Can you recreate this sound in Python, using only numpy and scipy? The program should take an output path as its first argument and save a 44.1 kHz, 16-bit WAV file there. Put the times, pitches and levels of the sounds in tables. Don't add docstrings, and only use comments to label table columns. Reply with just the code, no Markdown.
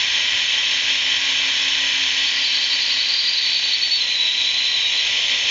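import sys
import numpy as np
from scipy import signal
from scipy.fft import rfft, irfft
from scipy.io import wavfile
from scipy.ndimage import uniform_filter1d, map_coordinates

SR = 44100
rng = np.random.default_rng(int(sys.argv[2]) if len(sys.argv) > 2 else 0)


def generate_wav(signal):
    frames = np.transpose(np.atleast_2d(signal))
    scaled = np.clip(frames, -1, 1) * 32767
    pcm = np.round(scaled).astype(np.int16)
    wavfile.write(sys.argv[1], SR, pcm)


N = 242550
TIME = np.arange(N) / SR
FREQS = np.maximum(np.fft.rfftfreq(N, 1 / SR), 1)


def from_db(db):
    return 10 ** (np.asarray(db) / 20)


def rms_one(x):
    return x / np.sqrt(np.mean(x ** 2) + 1e-20)


def in_time(rows):
    times, *columns = np.transpose(rows)
    return [np.interp(TIME, times, column) for column in columns]


def spectrum_db(points):
    hz, db = np.transpose(points)
    outside = np.maximum(FREQS / hz[-1], 1) * np.maximum(hz[0] / FREQS, 1)
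    return np.interp(np.log(FREQS), np.log(hz), db) - 20 * np.log(outside)


def resonance_db(modes):
    return sum(db * .5 ** ((2 * (FREQS - hz) / width) ** 2) for hz, width, db in modes)


def colour(x, db):
    return rms_one(irfft(rfft(x) * from_db(db), N))


def drift(rate_hz):
    return colour(rng.standard_normal(N), -20 * np.log10(1 + (FREQS / rate_hz) ** 2))


def tone(hz):
    return np.sqrt(2) * np.sin(2 * np.pi * (np.cumsum(hz) / SR + rng.random()))


def shaft_tones(table, speed, waver_db, smear_hz):
    pace = speed / np.mean(speed)
    return sum(from_db(db + waver_db * drift(12)) * tone(hz * pace + smear_hz * drift(14.54))
               for hz, db in table)


# f/Hz, level/dB
RUMBLE_EQ = [(20, -10.5), (35, -6), (52, 3.5), (75, -1), (100, 3), (125, -6.5), (150, -5), (200, -11),
             (240, 0), (310, -13), (450, -36.5)]
# t/s, level/dB
RUMBLE_FADER = [(0, -50.5), (.7, -52.5), (1.8, -52.5), (2.5, -53), (5.5, -53)]
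def rumble():
    return from_db(in_time(RUMBLE_FADER)[0]) * colour(rng.standard_normal(N), spectrum_db(RUMBLE_EQ))


# level with rod out/dB, level with rod in/dB
BAND_LEVELS = [(-48, -46), (-41, -42.5), (-35.5, -41.5)]
def retraction(midpoint_s, ease_s):
    drawn_in = (1 + np.tanh((TIME - midpoint_s) / ease_s)) / 2
    return [out_db + (in_db - out_db) * drawn_in for out_db, in_db in BAND_LEVELS]


def brushes(speed, repeat_share, grain_db, lope_db):
    shaft = np.cumsum(speed) / SR
    size = int(SR / np.mean(speed))
    track = irfft(np.exp(2j * np.pi * rng.random(size // 2 + 1)), size)
    looped = rms_one(map_coordinates(track, [shaft % 1 * size], order=3, mode="grid-wrap"))
    sparks = rms_one(rng.standard_normal(N) * from_db(grain_db * drift(400)))
    friction = np.sqrt(repeat_share) * looped + np.sqrt(1 - repeat_share) * sparks
    pressure = sum(np.sin(2 * np.pi * (k * shaft + rng.random())) for k in (1, 3, 6))
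    return friction * from_db(lope_db * pressure)


# f/Hz, level/dB
DRIVE_EQ = [(200, -26.5), (330, -25), (550, -16), (800, -19), (1030, -15.5), (1310, -22.5), (1550, -16),
            (2000, -5), (2500, -1.7), (3050, -0.5), (3700, -0.7), (4400, -6), (4850, -10.5), (7150, -17.5)]
# f/Hz, width/Hz, boost/dB
HOUSING_MODES = [(1637, 28, 5), (1945, 70, 5), (2035, 40, 3), (2326, 28, 3), (2412, 36, 7), (2519, 30, 6),
                 (2608, 30, 4), (2929, 70, 4.5), (3004, 28, 3), (3047, 45, 7), (3155, 48, 10),
                 (3392, 42, 8), (3650, 35, 4), (3854, 28, 3.5), (4296, 45, 4.4), (5140, 110, 3),
                 (5300, 70, 4), (5375, 45, 8), (5472, 95, 11), (5577, 45, 4), (6040, 110, 3),
                 (6160, 30, 7.5), (6298, 110, 4), (6400, 75, 9.5), (6970, 50, 4)]
def motor(speed, drone_db, whir_db, rod_db, rasp_db):
    friction = brushes(speed, repeat_share=.31, grain_db=1.5, lope_db=.04)
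    rest = rfft(colour(friction, spectrum_db(DRIVE_EQ) + resonance_db(HOUSING_MODES)))
    out = 0
    for crossover_hz, level_db in ((790, drone_db), (1400, whir_db - 3.5), (1880, rod_db - .4)):
        band = rest / (1 + (FREQS / crossover_hz) ** 36)
        out = out + from_db(level_db) * rms_one(irfft(band, N))
        rest = rest - band
    return out + from_db(rasp_db) * rms_one(irfft(rest, N))


# t/s, level/dB
HUM_FADER = [(0.0, -58.5), (1.06, -51), (1.77, -48), (4.68, -56), (5.35, -58)]
# f/Hz, relative level/dB
GEAR_PARTIALS = [(509, -27), (581, -19.5), (690, -23), (866.7, -11), (981, -10), (1017.5, -12),
                 (1090, -8.5), (1410, -10.5), (1562.5, -16.5), (1634, -12.5), (1779, -10), (1929, 2),
                 (1962, -3.5), (1998, -3.5)]
def gears(speed, whir_db, load, whine_throb_db, hum_throb_db):
    mesh_hz = 7.49 * speed
    hum = from_db(in_time(HUM_FADER)[0] + hum_throb_db * load + .8 * drift(9)) * tone(mesh_hz)
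    whine = shaft_tones(GEAR_PARTIALS, speed, waver_db=2, smear_hz=2)
    return from_db(whir_db - 1.5 + whine_throb_db * load) * whine + hum


# f/Hz, relative level/dB
COMMUTATOR_PARTIALS = [(2325, -19), (2412, -25.5), (2519, -21.5), (2613, -17.5), (3044, -21.5),
                       (3141, -16.5), (3165, -17.5), (3396, -15.5), (5479, -22), (6163, -23), (6374, -26)]
def commutator(speed, gain_db):
    return from_db(gain_db) * shaft_tones(COMMUTATOR_PARTIALS, speed, waver_db=3.5, smear_hz=5.02)


def stick_slip(curve, swell_db, flutter_hz, scrape_below_hz, scrape_width_hz, rough, catch_db):
    pitch, note_db, scrape_db = in_time(curve)
    inside_s = np.minimum(TIME - curve[0][0], curve[-1][0] - TIME)
    gate = np.clip(inside_s / .02 + .5, 0, 1)
    grip = rms_one((1 + rough * drift(150)) * from_db(catch_db * drift(30)))
    note = grip * tone(pitch + flutter_hz * np.tanh(drift(130)))
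    grit = colour(rng.standard_normal(N), -10 * np.log10(1 + (FREQS / scrape_width_hz) ** 8))
    scrape = grit * tone(pitch - scrape_below_hz + 120 * drift(201.3))
    return gate * (from_db(note_db) * note + from_db(scrape_db + swell_db) * scrape)


# t/s, f/Hz, note level/dB, scrape level/dB
HIGH_SQUEAL_CURVE = [(2.1, 5000, -56, -39), (2.33, 4930, -41, -28), (2.41, 4750, -25, -31),
                     (2.53, 4720, -36.5, -21.5), (2.75, 4806, -30, -24), (3.04, 4680, -29.5, -22),
                     (3.13, 4720, -22.5, -20.5), (3.36, 4724, -23.5, -21), (3.41, 4540, -23, -20),
                     (3.71, 4550, -25, -21), (3.8, 4500, -33, -23), (3.99, 4435, -27.5, -20)]
def high_squeal(bite):
    return stick_slip(HIGH_SQUEAL_CURVE, swell_db=.5 * bite, flutter_hz=31.5,
                      scrape_below_hz=520, scrape_width_hz=350, rough=.43, catch_db=2.3)


CHIRP_HZ, BITE_PHASE = 4445, .8
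# f/Hz, width/Hz, boost/dB
SCREW_RESONANCES = [(3880, 200, 3.5), (4080, 130, 4), (4450, 170, 5)]
# t/s, chirp level/dB, climb/Hz
BITE_CURVE = [(2.26, -19, 687), (2.37, -33, 705), (2.46, -17.5, 699), (3.35, -14, 704.5),
              (3.64, -16, 247.5), (3.82, -9.5, 99.4), (3.97, -9, 59.4)]
def chirps(turns, rise_s, fall_s, sweep_s):
    out, jitter = np.zeros(N), drift(270)
    bite_db, climb_hz = in_time(BITE_CURVE)
    bites = np.diff(np.floor(2 * turns - BITE_PHASE), prepend=0) > 0
    for i in np.flatnonzero(bites & (TIME > BITE_CURVE[0][0]) & (TIME < BITE_CURVE[-1][0])):
        near = np.abs(TIME - TIME[i]) < .08
        since, climb = TIME[near] - TIME[i], climb_hz[i]
        attack_s = fall_s + rise_s * climb / CHIRP_HZ
        rasp_hz = (38 + .04 * climb) * jitter[near]
        swell = np.exp(-.5 * (since / np.where(since < 0, attack_s, fall_s)) ** 2)
        glide_hz = climb * (np.tanh(since / sweep_s + 1) - np.tanh(1)) / (1 + np.tanh(1))
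        cycles = np.cumsum(CHIRP_HZ + glide_hz + rasp_hz) / SR + rng.random()
        out[near] += from_db(bite_db[i]) * swell * np.sin(2 * np.pi * cycles)
    return irfft(rfft(out) * from_db(resonance_db(SCREW_RESONANCES) - 3.5), N)


# t/s, level/dB, f/Hz
SQUEAK_CUES = [(3.862, -17.5, 4490), (3.961, -17, 4450), (4.213, -17.5, 3933), (4.295, -20, 3860),
               (4.381, -20, 3954), (4.639, -19.5, 4020), (4.785, -20.5, 3880), (4.825, -18.5, 3850),
               (4.872, -16, 3810)]
def squeaks(flutter_hz, swell_s):
    flutter = flutter_hz * drift(270)
    return sum(from_db(db) * np.exp(-.5 * ((TIME - at_s) / swell_s) ** 2) * tone(hz + flutter)
               for at_s, db, hz in SQUEAK_CUES)


# t/s, f/Hz, note level/dB, scrape level/dB
LOW_SQUEAL_CURVE = [(4.0, 4110, -20, -25), (4.25, 3900, -21, -26), (4.48, 3943, -21.5, -24.5),
                    (4.56, 4030, -25, -26.5), (4.67, 3990, -20.5, -23.5), (4.87, 3864, -22.5, -32),
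                    (5.0, 4000, -22.5, -24), (5.14, 4020, -42, -39)]
def low_squeal(bite):
    return stick_slip(LOW_SQUEAL_CURVE, swell_db=1.5 * bite, flutter_hz=118,
                      scrape_below_hz=430, scrape_width_hz=480, rough=.45, catch_db=1.4)


def corridor(x, t60_s, wet_db):
    tail = rng.standard_normal(N) * from_db(-60 * TIME / t60_s) * (TIME > .004)
    echoes = signal.fftconvolve(x, tail / np.sqrt(np.sum(tail ** 2)))[:N]
    return (x + from_db(wet_db) * echoes) / np.sqrt(1 + from_db(wet_db) ** 2)


def scene():
    speed = (36.28 + .027 * TIME) * (1 + .000987 * drift(7.6))
    screw_turns = .15 * np.cumsum(speed) / SR
    load = np.cos(2 * np.pi * screw_turns)
    bite = np.cos(2 * np.pi * (2 * screw_turns - BITE_PHASE - .12))
    drone_db, whir_db, rod_db = retraction(midpoint_s=3.6, ease_s=.7)
    drive = motor(speed, drone_db, whir_db, rod_db, rasp_db=-19.63) * from_db(.35 * load)
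    drive += gears(speed, whir_db, load, whine_throb_db=2, hum_throb_db=2.5)
    drive += commutator(speed, gain_db=-23.1)
    screw = high_squeal(bite) + low_squeal(bite)
    screw += chirps(screw_turns, rise_s=.074, fall_s=.01, sweep_s=.011)
    screw += squeaks(flutter_hz=22.26, swell_s=.011)
    return (drive + corridor(screw, t60_s=.13, wet_db=-11) + rumble())[None]


def record(dry):
    target_db, window_s, cutoff_hz = -19, .25, 7150
    power = uniform_filter1d(dry ** 2, int(window_s * SR), axis=-1)
    levelled = dry * from_db(target_db) / np.sqrt(power)
    return signal.sosfilt(signal.cheby1(14, .2, cutoff_hz, fs=SR, output="sos"), levelled)


dry = scene()
out = record(dry)
generate_wav(out)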